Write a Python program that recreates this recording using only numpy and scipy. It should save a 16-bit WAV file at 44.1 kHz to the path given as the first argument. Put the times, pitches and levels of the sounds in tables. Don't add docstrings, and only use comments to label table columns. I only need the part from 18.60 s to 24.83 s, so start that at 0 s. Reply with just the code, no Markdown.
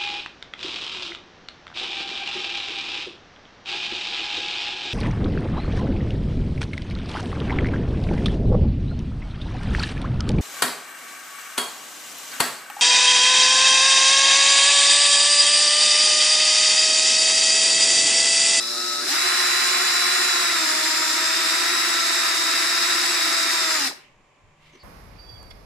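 import sys
import numpy as np
from scipy import signal
from scipy.fft import rfft, irfft, next_fast_len
from scipy.io import wavfile
from scipy.ndimage import map_coordinates

SR = 44100
rng = np.random.default_rng(int(sys.argv[2]) if len(sys.argv) > 2 else 0)


def file_out(sig):
    cols = np.atleast_2d(sig).T
    lim = np.clip(cols, -1, 1)
    pcm = np.round(lim * 32767).astype(np.int16)
    wavfile.write(sys.argv[1], SR, pcm)


N = 274886


def amp(db):
    return 10 ** (np.asarray(db) / 20)


def unit(x):
    return x / np.sqrt(np.mean(x ** 2) + 1e-20)


def along(points, hz):
    f, v = np.transpose(points)
    return np.interp(np.log(hz + 1), np.log(f + 1), v)


def clock():
    return np.arange(N) / SR


def ramp(start, rise):
    return np.clip((clock() - start) / rise, 0, 1)


def swell(start, length, db):
    return amp(db) * np.sin(np.pi * ramp(start, length)) ** 2


def wobble(rate):
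    knots = rng.standard_normal(int(N * rate / SR) + 4)
    coarse = np.linspace(0, N, 8192)
    values = map_coordinates(knots, [coarse * rate / SR])
    return np.interp(np.arange(N), coarse, values)


def filtered(x, response):
    m = next_fast_len(N + SR // 4)
    gain = response(np.fft.rfftfreq(m, 1 / SR))
    return irfft(rfft(x, m) * gain, m)[..., :N]


def pan(lean_db):
    gains = amp(np.array([lean_db, -lean_db]) / 2).reshape(2, -1)
    return gains / np.sqrt(np.mean(gains ** 2, axis=0))


# frequency in Hz, likeness (1 is the same, 0 unrelated; larger values are clipped to 1).
ALIKENESS = [(60, 1.7), (120, 0), (240, 4.5), (480, 0.46), (950, 0.57), (1890, 0.53), (3770, 0.25),
             (7520, 0.09), (15000, -0.03)]
# frequency in Hz, left over right in dB.
SIDE_LEAN = [(300, 1), (900, -3.5), (1350, 3.5), (1800, 2), (2300, -1.5), (2900, -5), (3500, -2),
             (4100, -3.5), (4900, 6.5), (6200, 1), (7200, -4.5), (8500, -0.5), (11000, 1), (15000, 2.5)]


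def rush(spectrum, force=1):
    def mid_and_side(hz):
        turn = np.arccos(np.clip(along(ALIKENESS, hz), -1, 1)) / 2
        gain = amp(along(spectrum, hz)) * (hz < spectrum[-1][0])
        return gain * [np.cos(turn), np.sin(turn)]

    mid, side = filtered(force * rng.standard_normal((2, N)), mid_and_side)
    stereo = np.array([mid + side, mid - side])
    return unit(filtered(stereo, lambda hz: pan(along(SIDE_LEAN, hz))))


def tone(angle, flutter, rate):
    steady_part = (1 + flutter * wobble(rate)) * np.sin(angle)
    loose_part = flutter * wobble(rate) * np.cos(angle)
    return np.sqrt(2 / (1 + 2 * flutter ** 2)) * (steady_part + loose_part)


def ports(angle, multiple, lean_db, lead, flutter, rate):
    strength_flutter, phase_flutter = wobble(rate), wobble(rate)
    phase = multiple * angle + rng.uniform(0, 2 * np.pi) + np.array([[lead], [-lead]]) / 2
    line = (1 + flutter * strength_flutter) * np.sin(phase + flutter * phase_flutter)
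    return pan(lean_db) * np.sqrt(2 / (1 + flutter ** 2)) * line


# frequency in Hz, relative level in dB.
ROOM_COLOUR = [(15, -37), (25, -14), (98, -18.5), (150, -7.5), (167, -14.5), (543, -16), (588, -10.5),
               (691, -19), (952, -13), (1030, -12.5), (1420, -22.5), (2300, -17), (4040, -31), (6200, -33),
               (7090, -28.5), (8000, -37.5), (15000, -57)]
# frequency in Hz, level in dB.
ROOM_TONES = [(586.8, -74.5), (748.3, -78), (1039, -77.5), (1157, -79.5)]
# start in seconds, length in seconds, peak level in dB.
MIC_BUMPS = [(5.4, 0.34, -61), (5.77, 0.17, -53), (5.85, 0.47, -60.5)]
# start in seconds, length in seconds, peak level in dB.
HUM_SWELLS = [(5.65, .75, -66.5), (5.94, 0.15, -60)]


def background():
    rumble_colour = [(20, 4), (55, -9), (110, -4), (220, -25)]  # Hz, relative dB
    rumble = sum(swell(*bump) for bump in MIC_BUMPS) * rush(rumble_colour)
    hum_tone = tone(2 * np.pi * 153 * clock(), flutter=.5, rate=20)
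    hum = sum(swell(*row) for row in HUM_SWELLS) * hum_tone
    steady = 0
    for hz, db in ROOM_TONES:
        steady = steady + amp(db) * tone(2 * np.pi * hz * clock(), flutter=.4, rate=11)
    return amp(-59.5) * rush(ROOM_COLOUR) + steady + rumble + hum


# frequency in Hz, time in seconds to fall by 60 dB.
ECHO_TIMES = [(200, 0.39), (2000, 0.43), (5000, 0.31), (14000, 0.3)]


def room(x):
    hz, t, z = signal.stft(rng.standard_normal((2, SR // 2)), SR, nperseg=256)
    decay = amp(-60 * t / along(ECHO_TIMES, hz)[:, None])
    tail = signal.istft(z * decay, SR, nperseg=256)[1]
    tail *= np.arange(tail.shape[1]) > .006 * SR
    return signal.fftconvolve(x, tail / np.linalg.norm(tail[0]), axes=1)[:, :N]


# start in seconds, length in seconds, start in Hz, end in Hz, level in dB before a 4.5 dB lift.
PLASTIC_SQUEAKS = [(6.114, 0.073, 6550, 5798, -66), (6.185, .06, 4380, 4700, -56)]


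def squeaks():
    out = np.zeros(N)
    for start, length, start_hz, end_hz, db in PLASTIC_SQUEAKS:
        progress = ramp(start, length)
        glide = start_hz + (end_hz - start_hz) * np.sqrt(progress)
        rough_hz = glide * (1 + 0.065 * wobble(1400))
        out += amp(db + 4.5) * np.sin(np.pi * progress) * np.sin(2 * np.pi * np.cumsum(rough_hz) / SR)
    return out


# frequency in Hz, relative level in dB.
SKIN_COLOUR = [(530, -30), (900, -15), (1440, -14), (2360, -2), (2530, -21), (2620, -5), (5100, -17),
               (6120, -21), (14000, -35)]
# frequency in Hz, relative level in dB.
SHELL_COLOUR = [(120, -20), (250, -5), (350, 5), (550, -7), (800, -18), (1150, -6), (1500, -20),
                (2200, -14), (4000, -26), (12000, -42)]
# start in seconds, level in dB before the onset is softened.
SHELL_BURSTS = [(5.295, -35), (5.37, -47), (6.134, -49), (6.15, -46)]
SLIDE_S, SLIDE_RISE_S, SLIDE_DB = 5.96, 0.1, -58.5


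def handling():
    skin = rush(SKIN_COLOUR, amp(2.0 * wobble(120)))
    slide = amp(SLIDE_DB) * ramp(SLIDE_S, SLIDE_RISE_S) * skin
    bursts = 0
    for start, db in SHELL_BURSTS:
        age = np.maximum(clock() - start, 0)
        bursts = bursts + amp(db - 60 * age / 0.085) * (1 - np.exp(-age / 0.0024))
    return slide + bursts * rush(SHELL_COLOUR)


CREEP_SPEED, NUDGE_SPEED = 115.6, 129.1
CREEP_GAIN = 26
NUDGE_S, NUDGE_RISE_S = .103, .046
PULL_S, SPIN_UP_S, SPIN_UP_SHAPE = .393, .114, 1.95
EASE_S, SLOWING = 5.147, 485
RELEASE_S, BRAKE_S = 5.281, .033


def nudged():
    return 1 - np.exp(-(np.maximum(clock() - NUDGE_S, 0) / NUDGE_RISE_S) ** 2)


def pulled():
    return 1 - np.exp(-(np.maximum(clock() - PULL_S, 0) / SPIN_UP_S) ** SPIN_UP_SHAPE)


# time in seconds, speed in turns per second.
FULL_TRIGGER_SPEED = [(0.7, 353.7), (0.9, 352.3), (1.15, 354.4), (1.37, 352.5), (1.62, 354.2), (1.81, 346),
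                      (1.92, 338), (2.0, 324.5), (2.09, 314.5), (2.56, 318.5), (2.63, 323.3), (2.75, 326),
                      (2.89, 326.7), (3.14, 341.3), (3.23, 339.5), (3.34, 334), (3.62, 333.3), (3.72, 331),
                      (3.86, 333.8), (4.5, 336.6), (4.95, 331.7), (5.03, 324.5), (5.14, 319)]


def shaft_speed():
    first = CREEP_SPEED + CREEP_GAIN * np.minimum(clock(), NUDGE_S)
    creeping = first + (NUDGE_SPEED - first) * nudged()
    full = np.interp(clock(), *np.transpose(FULL_TRIGGER_SPEED))
    running = creeping + pulled() * (full - creeping)
    eased = np.maximum(running - SLOWING * np.maximum(clock() - EASE_S, 0), 0)
    return eased * np.exp(-np.maximum(clock() - RELEASE_S, 0) / BRAKE_S)


LOADED_SPEEDS = [316, 335, 353]


def by_speed(speed, free_db, fall):
    return amp(free_db - fall * (LOADED_SPEEDS[-1] - speed))


# multiple of the shaft rate, dB before the nudge, dB after it.
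CREEP_TONES = [(2, -58, -55), (10, -54, -36), (11, -52, -49), (11.25, -46, -54), (12, -58, -54),
               (21, -60, -52), (22.5, -52, -56), (29, -56, -46), (30, -51, -39.5), (31, -52, -38),
               (33.75, -35.5, -48), (34.65, -54, -44), (40, -50, -42), (41, -54, -45), (45, -38, -53),
               (46, -58, -48), (50, -62, -50), (57, -62, -49), (60, -58, -47)]
# harmonic number, level in dB.
BUZZ_HARMONICS = [(2, -58), (3, -47), (4, -56), (5, -49.5), (6, -55.5), (7, -55.5), (8, -58), (9, -60),
                  (10, -57), (11, -47.5)]
SING_DB, SING_FALL = 1, .12


def creep(speed, angle):
    singing = 0
    for k, first, second in CREEP_TONES:
        level = amp(first + (second - first) * nudged())
        line = ports(angle, k, lean_db=3.0, lead=min(k / 30, 1.5), flutter=0.1, rate=29.8)
        singing = singing + level * line
    buzz_hz = 118.6
    buzz = 0
    for k, db in BUZZ_HARMONICS:
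        buzz = buzz + amp(db) * tone(2 * np.pi * k * buzz_hz * clock(), flutter=0.4, rate=16.3)
    sing_db = SING_DB - SING_FALL * np.maximum(speed - NUDGE_SPEED, 0)
    return (1 - pulled()) * (amp(sing_db) * singing + buzz)


GEAR_RATIO = 24
THROB_DB = 0.3
# steps of the saw's rate from the shaft rate, dB laden, dB cutting, dB running light.
THROB_TONES = [(-1, -58, -46.5, -56), (0, -42, -60, -54), (1, -53, -46.5, -43.2), (2, -62, -54, -58)]


def throb(speed, angle):
    out = 0
    for sideband, *levels in THROB_TONES:
        note = tone(angle * (1 + sideband / GEAR_RATIO), flutter=.27, rate=22)
        out = out + np.interp(speed, LOADED_SPEEDS, amp(levels)) * note
    fade_in = np.interp(speed, [190, 300], [0, 1])
    return amp(THROB_DB) * fade_in * out


# multiple of the shaft rate, centre in Hz, width in Hz, level in dB,
# left over right in dB, left lead in radians.
HOUSING_RESONANCES = [(3, 780, 120, -41, -2, .2), (7, 1880, 120, -42, -2, .4),
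                      (10, 2760, 260, -36, -2, 1.2), (20, 5900, 280, -36, 0, .4),
                      (20, 7050, 260, -30.5, -8, 2.5), (23, 6850, 330, -39.5, -4, 1.6),
                      (30, 8300, 700, -45, -4, -1.5)]


def glides(speed, angle):
    out = 0
    for k, hz, width, db, lean_db, lead in HOUSING_RESONANCES:
        closeness = np.exp(-((k * speed - hz) / width) ** 2)
        out = out + amp(db) * closeness * ports(angle, k, lean_db, lead, flutter=.12, rate=36)
    return out


# frequency in Hz, relative level in dB.
RASP_COLOUR = [(280, -51), (480, -20.5), (650, -14), (800, -12), (1000, -9), (1150, -5.5), (1300, -0.6),
               (1550, -2.5), (1900, 0.5), (2150, -3), (2400, -3), (2750, -6), (3100, -11.5), (4000, -30.5)]
# frequency in Hz, relative level in dB.
RATTLE_COLOUR = [(2300, -44), (3150, -17.5), (3450, -7), (3700, -5.5), (4050, -0.5), (4400, -6),
                 (5100, 1.5), (5700, -4.5), (6300, -11.5), (7600, -8.5), (8500, -11.5), (10500, -14.5),
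                 (12500, -18.5), (15000, -23.5)]
# frequency in Hz, relative level in dB.
CREEP_RATTLE_COLOUR = [(2300, -35.5), (3150, -25), (3450, -13), (3700, -8), (4050, -1.5), (4380, -12),
                       (4600, -4), (4850, -7.5), (5150, 0), (5600, -6.5), (6250, -14), (7500, -10.5),
                       (8200, -16), (9500, -14), (11000, -21), (15000, -27)]
# frequency in Hz, relative level in dB.
PANEL_COLOUR = [(20, -42.5), (65, -44), (115, -21), (160, -27.5), (210, -13), (245, -8.5), (275, -5.5),
                (325, -3.5), (370, 3), (400, -11), (500, -14.5), (700, -42.5)]
RASP_DB, RASP_FALL = -25, 0.057
RATTLE_DB, RATTLE_FALL = -23.5, 0.013
NUDGE_RASP_DB = 1
CREEP_RATTLE_DB = -28
SURGE_S, SURGE_RATTLE_DB, SURGE_RASP_DB = 0.21, 2.5, 0.5
PANEL_DB, PANEL_CREEP_DB = -45.5, -52.5
JOLT_S, JOLT_DB = 0.14, -42


def cutting(speed, angle):
    surge = swell(PULL_S, SURGE_S, 0)

    spindle = angle / GEAR_RATIO + 0.59 * wobble(12)
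    bite = amp(0.44 * np.sin(spindle) + 0.23 * wobble(22.06) + 0.7 * wobble(600))
    shaft_pulse = 1 + 0.15 * np.cos(2 * angle) + 0.2 * np.cos(4 * angle)
    rasp_db = RASP_DB - NUDGE_RASP_DB * (1 - nudged()) + SURGE_RASP_DB * surge
    rasp = by_speed(speed, rasp_db, RASP_FALL) * rush(RASP_COLOUR, bite * shaft_pulse)

    meshing = 1 + 0.091 * sum(np.cos(k * angle + rng.uniform(0, 2 * np.pi)) for k in range(1, 6))
    clatter = meshing * amp(0.45 * wobble(30) + 1.1 * wobble(900))
    slow = np.sqrt(1 - pulled()) * amp(CREEP_RATTLE_DB) * rush(CREEP_RATTLE_COLOUR, clatter)
    fast_gain = by_speed(speed, RATTLE_DB, RATTLE_FALL)
    fast = np.sqrt(pulled()) * fast_gain * rush(RATTLE_COLOUR, clatter)
    rattle = amp(SURGE_RATTLE_DB * surge) * (slow + fast)

    shaking = amp(PANEL_CREEP_DB + (PANEL_DB - PANEL_CREEP_DB) * pulled())
    jolt = swell(PULL_S - .02, JOLT_S, JOLT_DB)
    return rasp + rattle + (shaking + jolt) * rush(PANEL_COLOUR)


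# multiple of the shaft rate,
# dB laden, dB cutting, dB running light (all before a 0.5 dB trim and the growth with speed),
# left over right in dB, left lead in radians.
MOTOR_TONES = [(2, -42.5, -43.5, -48, 2, -.3), (3, -40, -41.5, -38, -3, .8), (4, -40, -36, -37, 3, -.3),
               (6, -42, -43, -43, 0, .4), (8, -56, -43.5, -46, -7, -.6), (10, -43, -42, -37, 3, 2.2),
               (11, -48, -42.5, -45, -1, .8), (12, -43, -43.5, -47, -1, .7), (14, -47, -47, -44, 8, 1.5),
               (15, -42, -41, -40, 9, .7), (17, -42, -46, -45, 6, -1), (19, -44, -56, -43, 1, 1.5),
               (20, -41.5, -38.5, -50, 2, 0), (22, -49, -47, -44, -3, -2.5), (23, -30, -34.5, -36, -5, 1.6),
               (24, -48, -50, -53, -1, 1.4), (29, -55, -49, -53, -5, 1.4), (30, -40.5, -46, -42, -2, -2.4),
               (40, -57, -57, -48, 6, -1.2)]
MOTOR_FLUTTER = [(2, .25), (4, .35), (20, .25)]
# speed in turns per second, level in dB.
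WHISTLE_LEVELS = [(130, -70), (260, -45), (318.5, -41), (323, -33.8), (330, -32), (339, -32), (346, -30),
                  (353, -28.8)]


def whine(speed, angle):
    tones = np.zeros((2, N))
    for multiple, *levels, lean_db, lead in MOTOR_TONES:
        flutter = np.interp(multiple, *np.transpose(MOTOR_FLUTTER))
        level = amp(np.interp(speed, LOADED_SPEEDS, levels))
        tones += level * ports(angle, multiple, lean_db, lead, flutter, rate=45)
    growth = np.minimum(speed / LOADED_SPEEDS[0], 1) ** 7
    motor = tones * amp(-0.5) * pulled() * growth

    mesh_order = 11.25
    whistle = ports(angle, mesh_order, lean_db=-4, lead=.3, flutter=0.05, rate=60)
    sideband = amp(-25) * ports(angle, mesh_order + 1, lean_db=-5.5, lead=.7, flutter=0.29, rate=20)
    whistle_gain = amp(np.interp(speed, *np.transpose(WHISTLE_LEVELS)))
    return motor + whistle_gain * (whistle + sideband)


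# frequency in Hz, relative level in dB.
SCRAPE_COLOUR = [(1400, -25), (2000, -1.5), (2900, 0.5), (3500, -12.5), (8000, -22.5)]
SCRAPE_S, SCRAPE_LENGTH_S, SCRAPE_DB = 5.3, 0.27, -57
WHOOP_S, WHOOP_DB = 0.078, -43


def drill():
    speed = shaft_speed() * (1 + .0009 * wobble(20) + .0007 * wobble(120))
    angle = 2 * np.pi * np.cumsum(speed) / SR
    running = sum(layer(speed, angle) for layer in (whine, glides, creep, throb, cutting))
    brake = amp(-380 * np.maximum(clock() - RELEASE_S, 0))
    whoop_tone = ports(angle, 10, lean_db=-2, lead=.6, flutter=.5, rate=250)
    whoop = swell(RELEASE_S - .01, WHOOP_S, WHOOP_DB) * whoop_tone
    scrape_noise = rush(SCRAPE_COLOUR, amp(2.5 * wobble(150)))
    scrape = swell(SCRAPE_S, SCRAPE_LENGTH_S, SCRAPE_DB) * scrape_noise
    return brake * running + whoop + scrape


def scene():
    near = drill() + handling() + squeaks()
    return near + amp(-10.5) * room(near) + background()


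def record(dry):
    return filtered(dry, lambda hz: hz < 15150)


dry = scene()
out = record(dry)
file_out(out)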